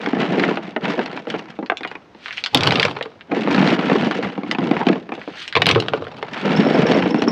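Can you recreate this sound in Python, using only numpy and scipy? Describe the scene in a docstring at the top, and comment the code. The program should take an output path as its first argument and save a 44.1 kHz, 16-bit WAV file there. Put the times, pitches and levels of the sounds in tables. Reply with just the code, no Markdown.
"""Gloved hands scoop lava rocks from a plastic garden cart: the stones grind, clack and drum on its tub.
Two handfuls drop into a plastic trash can: they crack on the rocks inside and the bottom booms.
A few stones click and rub together, mostly around the can; faint outdoor air lies under it all.
Contacts are filtered noise bursts or pushes heard through bodies of colour, echoes and modes;
hollow notes and pings are gliding sines, two short hoarse swells are band noise."""
import sys
import numpy as np
from scipy import signal
from scipy.fft import rfft, irfft
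from scipy.io import wavfile
from scipy.ndimage import uniform_filter1d

SR = 44100
rng = np.random.default_rng(int(sys.argv[2]) if len(sys.argv) > 2 else 0)


def master(y):
    """Save y as 16-bit WAV."""
    cut = np.clip(np.atleast_2d(y).T, -1, 1)
    pcm = np.round(cut * 32767)  # scale
    wavfile.write(sys.argv[1], SR, pcm.astype(np.int16))


N = 322591

# Quiet outdoor air. Each row: frequency in Hz, relative density in dB per Hz.
AIR_SPECTRUM = [(25, -23.5), (100, -1.5), (230, 1.5), (800, -4.5), (2000, -14), (4000, -23), (6000, -28.5),
                (9000, -48), (15000, -55.5)]
AIR_RMS_DB = -49.5
# Thin high pings during the last scoop. Each row: start in seconds, level in dB, ring t60 in seconds.
PING_EVENTS = [(6.562, -23.5, 0.09), (6.669, -33, 0.11), (6.744, -28.5, 0.066), (6.865, -26, 0.11),
               (6.943, -29, 0.065), (7.105, -27, 0.03), (7.183, -33, 0.088), (7.281, -18.5, 0.11)]
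# Short hoarse swells, one just before the first crack in the can, one in the cart.
# Each row: start in seconds, length in seconds, strength in dB, pitch in Hz.
HOARSE_SWELLS = [(2.53, 0.029, -27.5, 760), (4.79, 0.064, -24, 860)]
# Rocks landing squarely on bare plastic, which answers with a hollow note or a boom.
# Each row: start in seconds, level in dB, settled pitch in Hz, t60 in seconds.
PLASTIC_TOCKS = [(0.765, -11, 620, 0.05), (1.72, -9.5, 675, 0.04), (2.546, -5.5, 787, 0.027),
                 (2.552, -9.5, 262, 0.06), (2.555, -14, 126, 0.15), (2.672, -13, 120, 0.12),
                 (5.582, -18, 115, 0.22), (5.758, -14, 116, 0.25), (5.76, -13, 463, 0.13),
                 (5.936, -12, 545, 0.065)]

# Stone against stone, clear of the plastic.
# Each row: start in seconds, clack strength in dB, clack pitch in Hz, relative ring strength in dB.
STONE_TICKS = [(1.661, -40.5, 2520, -12), (1.771, -32, 3500, -3), (1.833, -31, 2440, 0.5),
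               (1.875, -39, 2870, 2), (2.259, -30, 2000, -25), (2.282, -32.5, 2300, -25),
               (2.308, -30, 2190, -25), (2.327, -36, 2470, -26), (2.373, -31.5, 3300, -25),
               (2.38, -26.5, 2420, -25), (2.439, -22, 2870, -27), (2.461, -22.5, 2600, -28),
               (3.209, -40.5, 2380, -19), (4.513, -25, 3050, -8), (5.215, -36, 1870, -27),
               (5.478, -30.5, 3850, -27), (5.526, -28.5, 2820, -25)]
# Stones rubbing as they slide out of the gloves.
# Each row: start in seconds, length in seconds, strength in dB.
GLOVE_SLIDES = [(2.26, 0.12, -37.5), (2.375, 0.019, -33), (2.52, 0.025, -41.5), (5.22, 0.071, -45.5),
                (5.39, 0.058, -31), (5.48, 0.011, -39)]

# Rocks landing in the can. Each row: time in seconds, strength in dB, hardness 0-1,
# stone pitch in Hz, thud pitch in Hz.
CAN_LANDINGS = [(2.547, -15, 0.91, 3600, 270), (2.55, -19.5, 0.41, 3270, 245), (2.573, -25.5, 1, 3520, 240),
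                (2.608, -26.5, 0.85, 3430, 350), (2.634, -24.5, 1.0, 3780, 160),
                (2.658, -28, 0.66, 2800, 450), (2.668, -18.5, 0.52, 3440, 315),
                (2.673, -15.5, 0.67, 3220, 225), (2.708, -22.5, 0.8, 2870, 230),
                (2.722, -19.5, 0.64, 2650, 275), (2.756, -24.5, 1, 2840, 220),
                (2.789, -24.5, 0.41, 2560, 400), (2.797, -20.5, 0.9, 3350, 440), (2.82, -33, 1, 3300, 235),
                (2.829, -20, 1, 2920, 395), (2.836, -35, 1, 3500, 435), (2.851, -16.5, 0.61, 2880, 420),
                (2.967, -28, 0.53, 1730, 590), (3.01, -24, 0.47, 1820, 470),
                (3.026, -33.5, 0.84, 3200, 390), (3.058, -33, 0.42, 1910, 345),
                (5.553, -16, 0.66, 2460, 520), (5.564, -13.5, 0.57, 2640, 545),
                (5.571, -18, 0.57, 2850, 460), (5.619, -15, 0.72, 2600, 385), (5.644, -41, 0.7, 3630, 205),
                (5.658, -24, 1, 2920, 255), (5.667, -19.5, 0.9, 3200, 335), (5.682, -29, 0.7, 2600, 270),
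                (5.688, -19, 0.94, 3100, 340), (5.701, -19, 0.59, 2700, 470), (5.712, -20.5, 1, 3440, 225),
                (5.749, -28.5, 1, 2420, 410), (5.759, -15.5, 0.36, 2400, 370),
                (5.801, -28, 0.88, 3870, 435), (5.823, -28.5, 0.57, 2550, 250),
                (5.884, -23.5, 0.63, 2660, 515), (5.935, -18.5, 0.44, 2130, 400),
                (6.022, -31, 0.35, 2840, 530), (6.068, -33.5, 0.5, 1930, 500)]
# The bed of rocks shaking under each handful.
# Each row: start in seconds, length in seconds, strength in dB, depth in dB.
CAN_POURS = [(2.555, 0.053, -26.5, 0), (2.63, 0.14, -23.5, 0.5), (2.77, 0.1, -25.5, -2.5),
             (5.57, 0.19, -37, 9.5), (5.665, 0.046, -24.5, 3.5), (5.75, 0.0096, -29, 7),
             (5.92, 0.059, -35, 2.5), (6.04, 0.27, -40, -3)]

# Rocks knocking in the tub; hardness 0 = flat on the plastic, 1 = on other stones only.
# Each row: time in seconds, strength in dB, hardness 0-1, stone pitch in Hz, thud pitch in Hz.
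TUB_KNOCKS = [(0.061, -26, 0.77, 2300, 325), (0.071, -24, 0.39, 2180, 325), (0.132, -20.5, 0.38, 1930, 254),
              (0.168, -25.5, 0.42, 1990, 322), (0.199, -36, 0.2, 2550, 315), (0.38, -21.5, 0.42, 1980, 325),
              (0.396, -27.5, 0.9, 2580, 305), (0.411, -27.5, 0.4, 2090, 240), (0.436, -22, 0.87, 1800, 347),
              (0.488, -20.5, 0.48, 1920, 345), (0.512, -24, 0.35, 2110, 306), (0.572, -23, 0.58, 2080, 360),
              (0.763, -19.5, 0.56, 1690, 353), (0.854, -24.5, 0.63, 2180, 274),
              (0.902, -26.5, 0.4, 2910, 296), (0.981, -28.5, 0.27, 2230, 450),
              (0.992, -20, 0.52, 2040, 392), (1.059, -30.5, 0.65, 2630, 300),
              (1.174, -29.5, 0.61, 2260, 407), (1.271, -27.5, 0.45, 1970, 400),
              (1.301, -32.5, 1, 2950, 405), (1.341, -24.5, 0.45, 1860, 420),
              (1.392, -33.5, 0.55, 3000, 340), (1.589, -28.5, 0.4, 1870, 344),
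              (1.627, -28.5, 0.43, 1710, 310), (1.699, -18, 0.68, 1720, 413),
              (1.719, -25.5, 0.62, 1700, 517), (1.808, -32.5, 0.53, 2730, 291),
              (1.849, -26, 0.67, 1700, 315), (1.914, -33, 0.62, 2050, 298), (1.953, -32, 0.63, 1780, 297),
              (2.148, -44, 0.47, 2400, 290), (3.317, -20, 0.47, 1820, 324), (3.368, -25, 0.34, 1870, 318),
              (3.474, -19, 0.46, 1960, 290), (3.546, -22.5, 0.7, 2470, 320),
              (3.579, -17.5, 0.52, 1870, 228), (3.603, -21.5, 0.3, 2140, 192),
              (3.625, -21.5, 0.4, 1930, 214), (3.675, -19.5, 0.55, 2900, 258), (3.703, -28, 0.8, 2850, 265),
              (3.728, -27, 0.2, 2360, 227), (3.791, -23, 0.47, 2330, 262), (3.898, -19.5, 0.54, 2130, 363),
              (3.916, -16.5, 0.43, 2000, 245), (3.955, -20.5, 0.42, 1910, 380),
              (4.03, -23, 0.38, 2200, 283), (4.068, -27, 0.27, 2050, 396), (4.111, -23, 0.6, 2640, 327),
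              (4.189, -30.5, 0.19, 2250, 400), (4.378, -26, 0.39, 2320, 308),
              (4.433, -28.5, 0.45, 2380, 308), (4.512, -23, 0.74, 2510, 310),
              (4.549, -24.5, 0.6, 1870, 270), (4.585, -20.5, 0.43, 2350, 237),
              (4.627, -26, 0.37, 2170, 204), (4.711, -17.5, 0.42, 2430, 242),
              (4.767, -23.5, 0.61, 1910, 295), (4.801, -29, 0.48, 1890, 302),
              (4.814, -26.5, 0.58, 1900, 410), (4.868, -16, 0.44, 2610, 260),
              (4.886, -21.5, 0.68, 2500, 298), (4.898, -21, 0.25, 2080, 295), (4.928, -25, 0.54, 2100, 304),
              (4.957, -28, 0.46, 2050, 434), (5.091, -32.5, 0.5, 2000, 363), (5.12, -25.5, 0.55, 1800, 376),
              (5.178, -36.0, 0.43, 2050, 425), (5.276, -30.5, 0.45, 1910, 410),
              (6.227, -25.5, 0.59, 2180, 510), (6.589, -24.5, 0.2, 2250, 224), (6.655, -29, 0.1, 2140, 340),
              (6.75, -20, 0.44, 1920, 232), (6.788, -25.5, 0, 2040, 198), (6.919, -21, 0.61, 2380, 290),
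              (6.971, -26, 0.36, 2270, 352), (7.024, -20.5, 0.56, 2200, 285), (7.058, -21, 0.38, 1940, 267),
              (7.108, -24.5, 0.37, 3160, 320), (7.144, -17.5, 0.4, 2480, 232), (7.22, -18, 0.5, 2980, 330),
              (7.276, -18, 0.37, 2520, 358)]
# Pushes of the hands through the heap; deep ones drum more on the tub.
# Each row: start in seconds, length in seconds, strength in dB, depth in dB.
TUB_SCOOPS = [(0.0, 0.21, -36, 0), (0.19, 0.041, -27, 3), (0.29, 0.15, -31.5, 7.5), (0.43, 0.065, -29.5, 5),
              (0.63, 0.052, -41.5, 5), (0.84, 0.074, -30, 2.5), (0.98, 0.042, -34.5, 2),
              (1.06, 0.11, -39, 1.5), (1.3, 0.064, -37, 2), (1.48, 0.018, -43.5, 0.5),
              (1.84, 0.085, -48.5, -6), (3.33, 0.19, -33, 5), (3.51, 0.097, -26.5, 4),
              (3.6, 0.13, -25.5, 1.5), (3.79, 0.28, -29.5, 2.5), (4.12, 0.036, -31, 0.5),
              (4.228, 0.017, -30, 1.5), (4.33, 0.052, -43, 2), (4.47, 0.023, -38.5, 6.5),
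              (4.61, 0.14, -35.5, 7), (4.72, 0.079, -34.5, 3), (4.87, 0.038, -35, 7.5),
              (5.14, 0.015, -41.5, -1.5), (5.3, 0.022, -42.5, -6.5), (6.12, 0.08, -57, 6.5),
              (6.25, .02, -44, -7), (6.33, 0.17, -32.5, -7.5), (6.45, 0.19, -27.5, 4),
              (6.57, 0.24, -29, 7.5), (6.78, 0.2, -27, 6.5), (7.02, 0.046, -31, 3), (7.15, 0.36, -36, 8)]

# Colour of stone ticks and of blows in the can and the tub. Each row: frequency in Hz, gain in dB.
STONE_GAINS = [(300, 6.5), (1000, 6.5), (2500, 3), (4500, -3.5), (6500, -13), (10000, -22.5), (15000, -20)]
CAN_GAINS = [(60, -17.5), (110, -6), (200, -3.5), (450, 14), (900, 9), (1500, 9), (3000, 8), (4500, 2.5),
             (6500, -9.5), (10000, -14.5), (15000, -9.5)]
TUB_GAINS = [(60, -6), (110, -11.5), (170, 7), (300, 7), (450, 3), (800, 7.5), (1500, -4.5), (3000, -14.5),
             (4500, -19), (6500, -24.5), (10000, -32), (15000, -25)]
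# Ringing of the plastic. Each row: frequency in Hz before detuning, level in dB before a random share,
# t60 in seconds.
CAN_RINGS = [(113.5, -34, 0.13), (138, -36, 0.12), (175, -29, 0.036), (273, -38.5, 0.076),
             (459.5, -40.5, 0.096), (785, -34, 0.022)]
TUB_RINGS = [(167.7, -37, 0.045), (209.6, -36, 0.053), (284, -45, 0.1), (325.6, -42, 0.078),
             (423.7, -39.5, 0.073), (461.6, -33, 0.058)]
# Sound bouncing between the walls. Each row: frequency in Hz, t60 in seconds.
CAN_ECHO_T60 = [(150, 0.41), (500, 0.11), (1500, 0.076), (3000, 0.059), (6000, 0.063)]
TUB_ECHO_T60 = [(150, 0.1), (500, 0.16), (1500, 0.052), (3000, 0.046), (6000, 0.029)]

# Bands of the plastic's thud, the knock of the contact and the stone's clack: low, high.
THUD_HZ, KNOCK_HZ, CLACK_HZ = (70, 600), (600, 1500), (1500, 12000)
# Drop of a layer (thud at hardness 0, knock at 0.5, clack at 1) at the other end of the scale.
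MISMATCH_DB = 46
BAND_LIMIT_HZ = 16200


def amp(db):
    """Decibels to gain."""
    return 10 ** (np.asarray(db) / 20)


def read(points, hz):
    """Interpolates a table linearly over log frequency."""
    point_hz, value = np.transpose(points)
    return np.interp(np.log(hz + 1), np.log(point_hz), value)


def add(mix, start_s, sound):
    """Mixes a sound in at start_s."""
    part = mix[max(round(start_s * SR), 0):][:len(sound)]
    part += sound[:len(part)]


def bandpass(x, band_hz):
    """Butterworth band-pass."""
    return signal.sosfilt(signal.butter(2, band_hz, "bandpass", fs=SR, output="sos"), x)


def causal(db):
    """Minimum-phase frequency response with the given gains."""
    log_gain = np.log(amp(np.concatenate([db, db[-2:0:-1]])))
    return np.exp(np.conj(signal.hilbert(log_gain)))[:len(db)]


def air():
    """Faint steady outdoor noise, shaped in frequency."""
    gain = amp(read(AIR_SPECTRUM, np.fft.rfftfreq(N, 1 / SR)))
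    noise = irfft(rfft(rng.standard_normal(N)) * gain, N)
    return amp(AIR_RMS_DB) * noise / noise.std()


def yard(x, wet_db=-24, fade_s=0.088):
    """Scattered echoes from the ground and things nearby: a decaying noise tail."""
    t = np.arange(SR // 2) / SR
    tail = rng.standard_normal(len(t)) * np.exp(-t / fade_s) * np.minimum(t / 0.018, 1)
    return x + amp(wet_db) * signal.oaconvolve(x, tail / np.linalg.norm(tail))[:N]


def body(colour, decay, modes, echo_db, swell_s, size=8192):
    """What surrounds a blow: its colour, the swelling and dying of its wall echoes, its modes."""
    t, hz = np.arange(size) / SR, np.fft.rfftfreq(size, 1 / SR)
    frame_hz, frame_s, _ = signal.stft(t, SR, nperseg=128)
    fade = amp(-60 * frame_s / read(decay, frame_hz)[:, None])
    rings = [(mode_hz, amp(db - 60 * t / t60_s)) for mode_hz, db, t60_s in modes]
    swell = np.clip(t / swell_s, 0, 1) ** 2
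    return dict(t=t, hz=hz, colour=causal(read(colour, hz)), fade=fade, swell=swell,
                rings=rings, echo=amp(echo_db))


def response(place, band_hz, detune=0.049):
    """One spot in a body: direct sound, dense echoes, and modes retuned by the rocks loading it."""
    t, rings = place["t"], place["rings"]
    spectra = signal.stft(rng.standard_normal(len(t)), nperseg=128)[2] * place["fade"]
    echoes = signal.istft(spectra)[1][:len(t)] * place["swell"]
    out = place["echo"] * echoes / np.linalg.norm(echoes)
    draws = rng.uniform(-1.166, 1, (len(rings), 2))
    for (mode_hz, dying), (share, shift) in zip(rings, draws):
        if band_hz != CLACK_HZ:
            out += share * dying * np.sin(2 * np.pi * mode_hz * (1 + detune * shift) * t)
    out[0] += 1  # direct sound
    return rfft(out) * place["colour"]


def crush(place, crush_s):
    """Rough faces touch many times within milliseconds, so the force swells before it dies."""
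    age = place["t"] / crush_s
    return rfft(rng.standard_normal(len(age)) * age * np.exp(-age ** 1.5))


def blow(place, band_hz, hz, spread_octaves, force=1):
    """A force (default one clean push) rings a broad resonance, heard through the body."""
    octaves = np.log2((place["hz"] + 1) / hz)
    resonance = causal(np.maximum(-3 * (octaves / spread_octaves) ** 2, -60))
    out = bandpass(irfft(force * resonance * response(place, band_hz)), band_hz)
    return out / np.sqrt(np.mean(out[:SR // 50] ** 2))  # unit rms over the first 20 ms


def quieter_walls(place, walls_db):
    """The same body with its echo level changed by walls_db."""
    return dict(place, echo=place["echo"] * amp(walls_db))


def thud(place, hz, walls_db=-4):
    """The plastic floor gives way at one push, too low for the walls to throw much back."""
    return blow(quieter_walls(place, walls_db), THUD_HZ, hz, spread_octaves=0.5)


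def knock(place, hz=713, crush_s=0.0016):
    """The hard contact itself: a crunching force on a very broad resonance."""
    return blow(place, KNOCK_HZ, hz, spread_octaves=0.99, force=crush(place, crush_s))


def clack(place, hz, crush_s, spread_octaves=0.65):
    """A porous stone is heavily damped, so its note is broad."""
    return blow(place, CLACK_HZ, hz, spread_octaves, force=crush(place, crush_s))


def hits(rows, place, thud_db, knock_db, clack_db, walls_db, spread_octaves, early_s=0.0007):
    """Single rocks atop the heap: soft blows mostly thud, middling ones knock, hard ones clack."""
    out, top = np.zeros(N), quieter_walls(place, walls_db)
    for time_s, db, hardness, stone_hz, thud_hz in rows:
        low_db, middle_db, high_db = db - MISMATCH_DB * (hardness - np.array([0, 0.5, 1])) ** 2
        sound = amp(low_db + thud_db) * thud(place, thud_hz)
        sound += amp(middle_db + knock_db) * knock(top, np.sqrt(stone_hz * thud_hz))
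        crush_s = 0.0019 * 2 ** rng.uniform(-0.56, 0.54)  # flat faces snap, rough ones crunch
        sound += amp(high_db + clack_db) * clack(top, stone_hz, crush_s, spread_octaves)
        add(out, time_s - early_s, sound)
    return out


def effort(rows, rise_db_per_s, fall_db_per_s, depth_share=0):
    """Gain over time: each movement swells, holds and dies away; the strongest one leads."""
    t, level_db = np.arange(0, N, 64) / SR, -200
    for start_s, length_s, db, *depth_db in rows:
        before_s = np.maximum(start_s - t, 0)
        after_s = np.maximum(t - start_s - length_s, 0)
        away_db = rise_db_per_s * before_s + fall_db_per_s * after_s
        level_db = np.maximum(level_db, db + depth_share * sum(depth_db) - away_db)
    return np.interp(np.arange(N) / SR, t, amp(level_db))


def collisions(per_s, scatter_db, count=24, size=24000):
    """Random uneven impacts at a steady or changing rate: one click train a stone."""
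    trains = np.zeros((count, N))
    chance, luck, sign, moment, stone = rng.random((size, 5)).T
    at = (moment * N).astype(int)
    happens = chance < (per_s * np.ones(N))[at] * N / SR / size
    force = amp(scatter_db * np.minimum(-np.log(luck), 3)) * np.sign(sign - 0.5)
    trains[(stone * count).astype(int), at] = force * happens
    return trains


def tumble(gain, trains, grains):
    """Each stone sounds at its impacts; together they follow the gain."""
    out = sum(signal.oaconvolve(train, grain[:8192])[:N] for train, grain in zip(trains, grains))
    power = uniform_filter1d(uniform_filter1d(out ** 2, size=2800), size=2800)
    return out / np.sqrt(abs(power) + 1e-9) * gain


def pebbles(place, hz, variety, crush_s=0.0011, count=24):
    """Clacks of stones of many sizes, the largest first."""
    return [clack(place, hz * np.exp(variety * u), crush_s) for u in np.linspace(-1, 1, count)]


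def heap(moves, place, rise_db_per_s, fall_db_per_s, stone_hz, per_s, scatter_db, contact_s,
         thud_db, knock_db, clack_db, calm=0.15, knock_share=0.23, floor_hz=250,
         size_octaves=1.0, thuds_per_s=340):
    """A moving heap: contacts rasp, the larger stones also knock, and some drum on the plastic."""
    stir, press, drum = (effort(moves, rise_db_per_s, fall_db_per_s, share)
                         for share in (0, knock_share, 1))
    # harder stirring moves more stones, until single ticks fuse into a scrape
    trains = collisions(per_s * (calm + stir / stir.max()), scatter_db)
    floor = [thud(place, floor_hz * 2 ** (size_octaves * u)) for u in np.linspace(-1, 1, num=14)]
    thuds = tumble(drum, collisions(thuds_per_s, scatter_db=4.5, count=len(floor)), floor)
    knocks = tumble(press, trains, [knock(place, crush_s=contact_s) for _ in trains[:18]])
    clacks = tumble(stir, trains, pebbles(place, stone_hz, variety=0.28, crush_s=contact_s))
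    return amp(thud_db) * thuds + amp(knock_db) * knocks + amp(clack_db) * clacks


def pings(hz=5480, flat=0.027, settle_s=0.0067, rasp=0.24):
    """Starts abruptly, rough and a little flat, settles into a pure ring half as strong, echoes."""
    out, t = np.zeros(N), np.arange(SR // 5) / SR
    start = np.exp(-(t / settle_s) ** 2)
    for start_s, db, t60_s in PING_EVENTS:
        waver = uniform_filter1d(rng.standard_normal(len(t)), size=40)
        turns = np.cumsum(hz * (1 + start * (rasp * waver - flat))) / SR
        level = np.minimum(t / 0.002, 1) * (start + amp(-60 * t / t60_s)) / 2
        add(out, start_s, amp(db) * level * np.sin(2 * np.pi * turns))
    return yard(out, wet_db=-6, fade_s=0.1)


def hoarse_swells(width_octaves=0.36):
    """Short hoarse bursts of narrow-band noise that swell and fade."""
    out = np.zeros(N)
    for start_s, length_s, db, hz in HOARSE_SWELLS:
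        edges_hz = hz * 2 ** (width_octaves * np.array([-0.5, 0.5]))
        noise = bandpass(rng.standard_normal(SR // 10), edges_hz)
        swell = np.sin(np.pi * np.minimum(np.arange(len(noise)) / SR / length_s, 1))
        add(out, start_s, amp(db) * swell * noise / noise.std())
    return out


def tocks(sharp=0.17, relax_s=0.003):
    """Dented plastic is stiffer at first: a note swells over one cycle, starts sharp and sinks."""
    out, t = np.zeros(N), np.arange(SR // 2) / SR
    for start_s, db, hz, t60_s in PLASTIC_TOCKS:
        turns = np.cumsum(hz * (1 + sharp * np.exp(-t / relax_s))) / SR
        level = np.minimum(turns, 1) * amp(db - 60 * t / t60_s)
        add(out, start_s, level * np.sin(2 * np.pi * turns))
    return out


def loose_stones(ring_s=0.014):
    """Stones tick and rub, mostly around the can, each tick with a short swelling echo; some ring briefly."""
    near = body(STONE_GAINS, CAN_ECHO_T60, [], echo_db=-1.5, swell_s=0.0033)
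    rubbing = collisions(per_s=4000, scatter_db=7)
    sliding = effort(GLOVE_SLIDES, rise_db_per_s=187.5, fall_db_per_s=345)
    out = amp(-2.5) * tumble(sliding, rubbing, pebbles(near, 2600, variety=0.46))
    for start_s, db, hz, ring_db in STONE_TICKS:
        ring = np.exp(-near["t"] / ring_s) * np.sin(2 * np.pi * hz * near["t"])
        tick = clack(near, hz, crush_s=0.00061, spread_octaves=0.66)
        add(out, start_s, amp(db) * (tick + amp(-17.5) * knock(near) + 2 * amp(ring_db) * ring))
    return out


def trash_can():
    """Handfuls land on the rocks at the bottom of the deep can: single hits over a shaking bed."""
    can = body(CAN_GAINS, CAN_ECHO_T60, CAN_RINGS, echo_db=-2.5, swell_s=0.0017, size=12288)
    settling = heap(CAN_POURS, can, rise_db_per_s=708, fall_db_per_s=105, stone_hz=2850, per_s=600,
                    scatter_db=5.0, contact_s=0.0011, thud_db=1.0, knock_db=0.0, clack_db=-6.5,
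                    floor_hz=186)
    landings = hits(CAN_LANDINGS, can, thud_db=9.0, knock_db=-3.5, clack_db=4.5, walls_db=-3,
                    spread_octaves=0.61)
    return settling + landings


def cart(full_db=-5, emptier_db=1, boom_hz=190):
    """Scooping from the open, shallow tub; its floor booms more freely as the load gets lighter."""
    tub = body(TUB_GAINS, TUB_ECHO_T60, TUB_RINGS, echo_db=-6.0, swell_s=0.0026)
    grinding = heap(TUB_SCOOPS, tub, rise_db_per_s=514.0, fall_db_per_s=136, stone_hz=2290,
                    per_s=1400, scatter_db=5.5, contact_s=0.0023, thud_db=5.5, knock_db=-1.0,
                    clack_db=1.6)
    knocking = hits(TUB_KNOCKS, tub, thud_db=12.5, knock_db=-4.5, clack_db=4.5, walls_db=-1.5,
                    spread_octaves=0.62)
    out = grinding + knocking
    boom = signal.sosfiltfilt(signal.butter(2, boom_hz, fs=SR, output="sos"), out)
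    boom_db = np.interp(np.arange(N) / SR, [1.5, 4], [full_db, emptier_db])
    return out + (amp(boom_db) - 1) * boom


def scene():
    """Cart, loose stones and can in the open yard."""
    sources = cart() + loose_stones() + trash_can() + tocks() + hoarse_swells() + pings()
    return (yard(sources) + air())[None]


def record(dry):
    """The hardest cracks overload the recorder and are rounded off; then the band limit."""
    clipped = dry / (1 + dry ** 8) ** (1 / 8)
    low_pass = signal.firwin(255, BAND_LIMIT_HZ, window=("kaiser", 9), fs=SR)
    return signal.oaconvolve(clipped, low_pass[None], "same")


dry = scene()
out = record(dry)
master(out)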